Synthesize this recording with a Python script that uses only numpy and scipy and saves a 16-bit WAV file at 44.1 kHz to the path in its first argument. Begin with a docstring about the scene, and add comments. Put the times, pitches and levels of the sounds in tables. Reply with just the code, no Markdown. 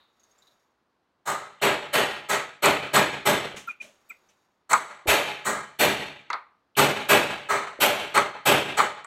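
"""Small workshop, close to a cluttered bench: a hammer taps a steel punch on a shaft fitting held in a vise.
Light taps ring the punch in beating tone pairs; firm blows swell dense noise through the modes of the bench.
Between runs, shaped noise makes finger rubs and scrapes, and gliding sines make the punch squeak.
Short soft resonant sounds and quiet room tone lie beneath.
The recorder's gain control ducks the loud blows and lets their tails back up."""
import sys
import numpy as np
from scipy import signal
from scipy.fft import rfft, irfft
from scipy.io import wavfile
from scipy.ndimage import uniform_filter1d

SR = 44100
rng = np.random.default_rng(int(sys.argv[2]) if len(sys.argv) > 2 else 0)


def pcm_store(signal):
    """Save signal as 16-bit PCM."""
    levels = np.round(np.clip(np.atleast_2d(signal), -1, 1) * 32767)
    wavfile.write(sys.argv[1], SR, levels.astype(np.int16).T)


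N = 399546
AGE = np.arange(SR) / SR                 # time since a contact [s]
HZ = np.fft.rfftfreq(SR, 1 / SR) + 1     # frequency axis of one second; the 1 Hz offset keeps its log finite


def from_db(db):
    """Turn decibels into an amplitude factor."""
    return 10 ** (np.asarray(db) / 20)


def rms_one(x):
    """Scale to an rms of 1."""
    return x / np.sqrt(np.mean(x ** 2) + 1e-20)


def at_hz(points, hz):
    """Read a spectrum on a log-frequency axis."""
    point_hz, value = np.transpose(points)
    return np.interp(np.log(hz), np.log(point_hz), value)


def add(track, s, sound):
    """Mix a sound into the track at time s."""
    start = max(0, round(s * SR))
    track[start:start + len(sound)] += sound[:N - start]


def noise(spectrum, size):
    """Coloured noise of rms 1."""
    hz = np.fft.rfftfreq(size, 1 / SR) + 1
    white = rng.standard_normal(size)
    return rms_one(irfft(rfft(white) * from_db(at_hz(spectrum, hz)), size))


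def narrow_noise(hz, width_hz):
    """One second of noise through a resonance, rms 1."""
    resonance = 1 / (1 + ((HZ - hz) / width_hz) ** 2)
    return rms_one(irfft(rfft(rng.standard_normal(SR)) * resonance, SR))


def onset(rise_s):
    """A sound rises exponentially towards full strength."""
    return 1 - np.exp(-AGE / rise_s)


# colour of the quiet workshop: (frequency [Hz], relative level [dB per Hz])
ROOM_COLOUR = [(20, -30), (40, -12), (70, 1.5), (110, -0.5), (200, 3), (320, 4), (600, 0.5), (1100, 2),
               (2500, -11), (4300, -14), (7600, -25.5), (14000, -32)]
ROOM_DB = -73.5


def background(fading_db=-61, fading_t60=0.47):
    """Steady room tone is coloured noise; a faint noisy ring dies away at the start."""
    t = np.arange(N) / SR
    fading_colour = [(200, -13), (1200, 5), (2500, -7), (3300, -3), (3700, 9), (4200, 0), (5500, -26)]
    fading = from_db(fading_db - 60 * t / fading_t60) * noise(fading_colour, N)
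    return from_db(ROOM_DB) * noise(ROOM_COLOUR, N) + fading


# the punch slides through the fingers: (time of peak [s], rise [s], fall [s], relative level [dB])
FINGER_RUBS = [(.42, .32, .24, -75), (4.15, .42, .33, -74.5)]
# the skin catches on the knurling: (time [s], relative level [dB], pitch [Hz])
KNURL_CATCHES = [(0.1947, -56, 6530), (0.2326, -54, 6480), (0.308, -57, 6480), (0.3818, -56, 7230),
                 (0.4202, -53, 3830), (0.4686, -52, 3850), (0.508, -58, 3880)]
# colour of skin rubbing on the punch: (frequency [Hz], relative level [dB per Hz])
RUBBING_COLOUR = [(1500, -29.5), (3200, -14), (3750, -0.5), (4200, -12.5), (4700, -3.5), (5100, -12.5),
                  (5600, -3.5), (6050, -15), (6570, -1.5), (7700, -16.5), (11000, -18.5), (12000, -14.5),
                  (14000, -20.5)]
# dull sound of the moving hand: (frequency [Hz], relative level [dB per Hz])
RUSTLE_COLOUR = [(100, -6), (400, 2), (1200, 4), (2500, -5), (4500, -18), (12000, -35)]
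CATCH_DB, CATCH_RISE_S, CATCH_T60_S, CATCH_WIDTH_HZ = -5, .003, .1, 220


def fingers(flicker_db=2.5, rustle_db=5.5, rasp_db=-4):
    """Uneven rubs swell over the hand's rustle; each catch on the knurling rasps and rings the punch briefly."""
    t = np.arange(N) / SR
    # a new random grip 100 times a second, joined by straight lines
    grip = np.interp(t, np.arange(1000) / 100, rng.standard_normal(1000))
    motion = np.zeros(N)
    for s, rise, fall, db in FINGER_RUBS:
        side_s = np.where(t < s, rise, fall)
        motion += from_db(db) * np.exp(-((t - s) / side_s) ** 2)
    rubbing = from_db(flicker_db * grip) * noise(RUBBING_COLOUR, N)
    rustle = from_db(rustle_db) * noise(RUSTLE_COLOUR, N)
    out = motion * (rubbing + rustle)
    for s, db, hz in KNURL_CATCHES:
        catch = narrow_noise(hz, CATCH_WIDTH_HZ) + from_db(rasp_db) * noise(RUBBING_COLOUR, SR)
        decay = from_db(db + CATCH_DB - 60 * AGE / CATCH_T60_S)
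        add(out, s, catch * decay * onset(CATCH_RISE_S))
    return out


# short soft resonant sounds, some just before a blow:
# (time [s], level [dB], pitch [Hz], width [Hz], t60 [s])
SOFT_RESONANCES = [(1.598, -50, 3020, 200, 0.16), (3.543, -32, 600, 255, 0.028),
                   (3.845, -55, 600, 60, 0.33), (4.287, -57, 6000, 399, .05),
                   (5.057, -32.5, 497, 197, 0.17), (5.078, -26, 62, 18, .16), (6.752, -44, 3030, 300, 0.13),
                   (7.789, -33, 520, 149, 0.16), (8.352, -30.5, 860, 70, 0.096)]


def soft_resonances():
    """Each soft sound is noise through one resonance, rising quickly and dying away."""
    out = np.zeros(N)
    for s, db, hz, width_hz, t60 in SOFT_RESONANCES:
        decay = from_db(db - 60 * AGE / t60)
        add(out, s, narrow_noise(hz, width_hz) * decay * onset(0.0016))
    return out


# the punch slides on steel: (time [s], level [dB], t60 [s])
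PUNCH_SCRAPES = [(3.561, -36, .26), (3.814, -46.5, .38), (4.288, -60, .19)]
# colour of a scrape, also heard as the scratch in a squeak: (frequency [Hz], relative level [dB per Hz])
SCRAPE_COLOUR = [(120, -21.5), (200, -3), (494, -8.5), (581, -6.5), (946, -12.5), (3060, -7), (4810, -18.5),
                 (6300, -10.5), (15000, -33)]


def scrapes(rise_s=0.0051):
    """A short hiss of steel sliding on steel is decaying coloured noise."""
    out = np.zeros(N)
    for s, db, t60 in PUNCH_SCRAPES:
        decay = from_db(db - 60 * AGE / t60)
        add(out, s, noise(SCRAPE_COLOUR, SR) * decay * onset(rise_s))
    return out


# the punch tip squeaks in its hole:
# (time [s], length [s], pitch [Hz], level [dB], fall in pitch [share of the pitch])
TIP_SQUEAKS = [(3.673, .0154, 1370, -29.5, 0), (3.680, .033, 2450, -32, .04),
               (3.800, .017, 2430, -33, -.039), (4.097, .014, 2440, -37, .12),
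               (4.108, .014, 2140, -44, .053), (4.100, .016, 1360, -47.5, .02),
               (4.089, .017, 7850, -54, .035), (4.088, .014, 13850, -55, .016),
               (3.671, .008, 13850, -53, .01)]


def squeaks(stop_s=0.00067, tail_db=-15, tail_t60=0.2, width_hz=150, scratch_db=-24, scratch_t60=.1):
    """Stick-slip feeds one mode of the punch until the grip lets go; a rough ring lingers briefly."""
    out = np.zeros(N)
    for s, length, hz, db, fall in TIP_SQUEAKS:
        grown = np.minimum(AGE / length, 1)
        after = np.maximum(AGE - length, 0)
        pitch_hz = hz * (1 + fall * (.5 - grown))
        sine = np.sqrt(2) * np.sin(2 * np.pi * np.cumsum(pitch_hz) / SR)
        tone = sine * np.exp(-after / stop_s)
        ring = narrow_noise(hz, width_hz) * from_db(tail_db - 60 * after / tail_t60)
        scratch = noise(SCRAPE_COLOUR, SR) * from_db(scratch_db - 60 * after / scratch_t60)
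        swell = np.sin(np.pi / 2 * grown)
        add(out, s, from_db(db) * swell * (tone + ring + scratch))
    return out


# sharp clacks of the loose punch:
# (time [s], relative level [dB], snap level re the clack [dB], snap pitch [Hz], ring t60 [s])
PUNCH_CLACKS = [(2.657, -12.5, 2, 7570, 0.16), (2.962, -9.5, -2.5, 7550, 0.069),
                (4.731, -6, -2.5, 7500, 0.11), (6.301, -23, -17.5, 6350, .07),
                (6.330, -26.5, -2, 4240, 0.19), (6.793, -13, 1, 7900, 0.055),
                (7.118, -13, -16, 7800, 0.044), (8.166, -14, -12, 2600, 0.1), (8.175, -5, -12, 8200, 0.069),
                (8.792, -14.5, -19, 4300, 0.039), (8.799, -9, -24, 7900, 0.063),
                (9.045, -41, -2, 7940, .05)]
# colour of a clack's hollow ring: (frequency [Hz], relative level [dB per Hz])
CLACK_COLOUR = [(30, -58.5), (150, -32.5), (500, -13), (850, -2), (1250, 7), (1700, -9), (2100, -3),
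                (3000, -26), (4250, -18), (5200, -38.5), (12000, -53.5)]


def clacks(tail_db=-20, room_t60=0.5, snap_t60=0.032, snap_width_hz=600, chatter_s=0.0042, rise_s=0.001,
           crack_db=5.5, crack_t60=0.011):
    """The punch chatters against the fitting: a crack, a bright snap, a short hollow ring and a little room."""
    out = np.zeros(N)
    after = np.maximum(AGE - chatter_s, 0)   # the ring holds steady before it decays
    for s, db, snap_db, snap_hz, t60 in PUNCH_CLACKS:
        ring_decay = from_db(-60 * after / t60)
        room_decay = from_db(tail_db - 60 * AGE / room_t60)
        ring = noise(CLACK_COLOUR, SR) * (ring_decay + room_decay)
        snap = narrow_noise(snap_hz, snap_width_hz) * from_db(-60 * AGE / snap_t60)
        crack = narrow_noise(snap_hz, 2 * snap_width_hz) * from_db(crack_db - 60 * AGE / crack_t60)
        clack = ring + from_db(snap_db) * (snap + crack)
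        add(out, s, from_db(db) * clack * onset(rise_s))
    return out


# hammer blows, shared by the punch ring and the clank:
# (time [s], relative level [dB], firmness [0-1], bass shelf [dB], treble shelf [dB])
HAMMER_BLOWS = [(1.255, -18.7, .12, 5, 3), (1.614, -7.5, .81, 0, -4.5), (1.928, -8.7, .9, -3, -2.5),
                (2.286, -11.3, .55, -1, .5), (2.622, -4.3, .81, 1, -4), (2.932, -3, .75, 3.5, -1),
                (3.252, -7.3, .79, 4, .5), (4.693, -15, .08, 2, 3.5), (5.07, -5, 1, -8.5, -1),
                (5.446, -15.8, 0, 11.5, 5.5), (5.788, -6.8, 1, 0, 1.5), (6.766, -3.3, .85, 1.5, .5),
                (7.086, -2.5, .9, 0, -.5), (7.486, -12.5, .06, 6, -1.5), (7.801, -5.2, .98, -6, .5),
                (8.140, -5, .4, 3, -3.5), (8.453, -3.5, .97, 0, -1), (8.768, -6, .33, 1, -3)]
# solid blows and clean light taps ring longest, half-seated ones die soonest:
# (firmness [0-1], reference t60 [s], scaled for each band or tone)
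SEATING_DECAY = [(0, .5), (.12, .54), (.33, .39), (.75, .475), (.85, .545), (1, .58)]
# clear tones of the punch and fitting:
# (frequency [Hz], level re the blow [dB], change under a firm blow [dB], t60 when fully seated [s])
PUNCH_TONES = [(841, -24, 2, .7), (1222, -15, -14, .6), (1287, -15, -8, .6), (1640, -22, -2, .5),
               (2353, -32, 9, .7), (3053, -32, 7, .7), (4290, -28, -2, .45), (7866, -24, -5, .36)]


def punch_ring(beat_hz=20, vary_db=3.0, build_s=0.014):
    """The steel sings in close pairs that beat; firm blows press the punch tight and mute most of its tones."""
    out = np.zeros(N)
    hz, level_db, firm_db, t60 = np.transpose(PUNCH_TONES)[:, :, None]
    for s, db, firm, *_ in HAMMER_BLOWS:
        # a half-seated punch also stops sooner
        seated = np.interp(firm, *np.transpose(SEATING_DECAY)) / SEATING_DECAY[-1][1]
        strength, split, phase, other_phase = rng.standard_normal((4, len(PUNCH_TONES), 1))
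        tone = np.sin(2 * np.pi * (hz * AGE + phase))
        partner = .5 * np.sin(2 * np.pi * ((hz + beat_hz * split) * AGE + other_phase))
        tone_db = db + level_db + firm * firm_db + vary_db * strength
        tones = (tone + partner) * from_db(tone_db - 60 * AGE / (t60 * seated))
        add(out, s, tones.sum(axis=0) * onset(build_s))
    return out


# resonances of punch, shaft, vise and bench: (frequency [Hz], width [Hz], lift [dB])
BENCH_MODES = [(146, 10, 12), (206, 12, 10), (384, 10, 6), (404, 10, 10), (426, 8, 5), (474, 10, 6),
               (589, 22, 10), (640, 10, 8), (673, 10, 6), (764, 10, 5), (841, 10, 7), (866, 12, 6),
               (1012, 10, 6), (1222, 12, 5), (1287, 12, 7), (1402, 12, 6), (1530, 10, 6), (1638, 22, 8),
               (1893, 12, 5), (2115, 20, 4), (2302, 12, 6), (2353, 12, 7), (2586, 14, 7), (2650, 12, 6),
               (3053, 12, 6), (3603, 10, 8), (3885, 30, 5), (4285, 50, 5), (7866, 60, 11)]


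def resonances():
    """Gain of the steel and bench over frequency: each mode stands out of a dense bed of weaker ones."""
    power = np.ones(len(HZ))
    for hz, width, db in BENCH_MODES:
        power += (from_db(db) ** 2 - 1) / (1 + (2 * (HZ - hz) / width) ** 2) ** 2
    return np.sqrt(power)


def uneven(width_hz):
    """A random ripple over frequency: among the crowded upper modes every blow favours its own."""
    ripple = rms_one(np.interp(HZ / width_hz, np.arange(SR // 8), rng.standard_normal(SR // 8)))
    return ripple / (1 + (1500 / HZ) ** 2)   # little ripple in the bass


# colour of a light tap: (frequency [Hz], relative level [dB per Hz])
LIGHT_COLOUR = [(40, -30), (80, -14), (140, -9), (280, -4), (400, 4.5), (850, 13), (1270, 16.5),
                (1550, 7.5), (2100, 7), (2600, -6.5), (4300, -5), (4950, -15), (6500, -4), (8200, -3.5),
                (10500, -16.5), (14000, -16.5)]
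# colour of a firm blow: (frequency [Hz], relative level [dB per Hz])
FIRM_COLOUR = [(25, -27.5), (80, -2.5), (140, 1.5), (205, 2.5), (280, 8.5), (400, 10), (850, 8),
               (1270, 3.5), (2400, 3), (3300, 0), (4300, -4.5), (4950, -12.5), (6500, -8.5), (10400, -10.5),
               (13800, -4), (14500, -23.5)]
# how long each band rings: (frequency [Hz], share of the blow's reference t60 [ratio])
RING_SHARE = [(60, 1.1), (160, 0.98), (420, 0.85), (1100, 0.9), (2900, 1.14), (5500, 0.86), (7800, 0.77),
              (13000, 0.51)]
RATTLE_DB, RATTLE_PER_S = 1.0, 120   # loose parts make each clank flutter: depth, random levels per second


def blows(alike=0.37, swell_s=0.034, bass_lag=0.2, steepness=1.77, bass_hz=380, treble_hz=5200,
          lead_s=.002, uneven_db=2.5, cluster_hz=85):
    """Each blow sets the dense modes ringing; the treble builds first, the heavy bench last."""
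    out, body = np.zeros(N), resonances()
    centres = np.geomspace(50, 14000, num=12)
    # overlapping triangular bands on a log-frequency axis
    bands = np.array([np.interp(np.log(HZ), np.log(centres), row) for row in np.eye(len(centres))])
    band_swell_s = swell_s * (centres[:, None] / 1000) ** -bass_lag
    build = 1 - np.exp(-(AGE / band_swell_s) ** steepness)
    same_steel = rng.standard_normal(SR)
    for s, db, firm, bass_db, treble_db in HAMMER_BLOWS:
        t60 = np.interp(firm, *np.transpose(SEATING_DECAY))
        # the same parts ring every time, but no two blows land alike
        ringing = np.sqrt(alike) * same_steel + np.sqrt(1 - alike) * rng.standard_normal(SR)
        colour_db = (1 - firm) * at_hz(LIGHT_COLOUR, HZ) + firm * at_hz(FIRM_COLOUR, HZ)
        colour = rms_one(body * from_db(colour_db + uneven_db * uneven(cluster_hz)))
        bass_shelf_db = bass_db / (1 + (HZ / bass_hz) ** 4)
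        treble_shelf_db = treble_db / (1 + (treble_hz / HZ) ** 4)
        shelves = from_db(bass_shelf_db + treble_shelf_db)
        decay = from_db(-60 * AGE / (t60 * at_hz(RING_SHARE, centres)[:, None]))
        parts = irfft(bands * rfft(ringing) * colour * shelves, SR)
        rattle = np.interp(AGE * RATTLE_PER_S, np.arange(400), rng.standard_normal(400))
        clank = np.sum(parts * build * decay, axis=0)
        add(out, s - lead_s, from_db(db + RATTLE_DB * rattle) * clank)
    return out


def scene(blow_db=0.3, ring_db=0.0):
    """Everything on the bench, heard from close by."""
    quiet_sounds = background() + fingers() + soft_resonances() + scrapes() + squeaks()
    hammering = clacks() + from_db(ring_db) * punch_ring() + from_db(blow_db) * blows()
    return (quiet_sounds + hammering)[None]


def gain_control(x, threshold_db=-24, slope=0.33, size=64):
    """Each new peak turns the gain down at once; it is held for a moment, then recovers quickly."""
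    hold_s, release_db_per_s, depth_db = .15, 220, 7.5
    power = uniform_filter1d(x ** 2, size=8 * size)
    level = 10 * np.log10(np.maximum(power, 1e-12))[::size]
    cuts, cut, since_peak, step = [], 0, 0, size / SR
    for wanted in np.maximum(slope * (level - threshold_db), 0):
        since_peak = 0 if wanted > cut else since_peak + step
        release = release_db_per_s * step * (since_peak > hold_s)
        cut = max(wanted, cut - release)
        cuts.append(min(cut, depth_db))
    cut_db = np.interp(np.arange(N) / size, np.arange(len(cuts)), cuts)
    return x * from_db(-cut_db)


CUTOFF_HZ = 15800


def record(dry):
    """The microphone signal passes the gain control, its highest peaks are rounded, then the top is cut."""
    x, ceiling = gain_control(dry[0]), .78
    x = x / (1 + (x / ceiling) ** 4) ** (1 / 4)
    top_cut = signal.ellip(10, .1, 80, CUTOFF_HZ, fs=SR, output="sos")
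    return signal.sosfilt(top_cut, x)[None]


dry = scene()
out = record(dry)
pcm_store(out)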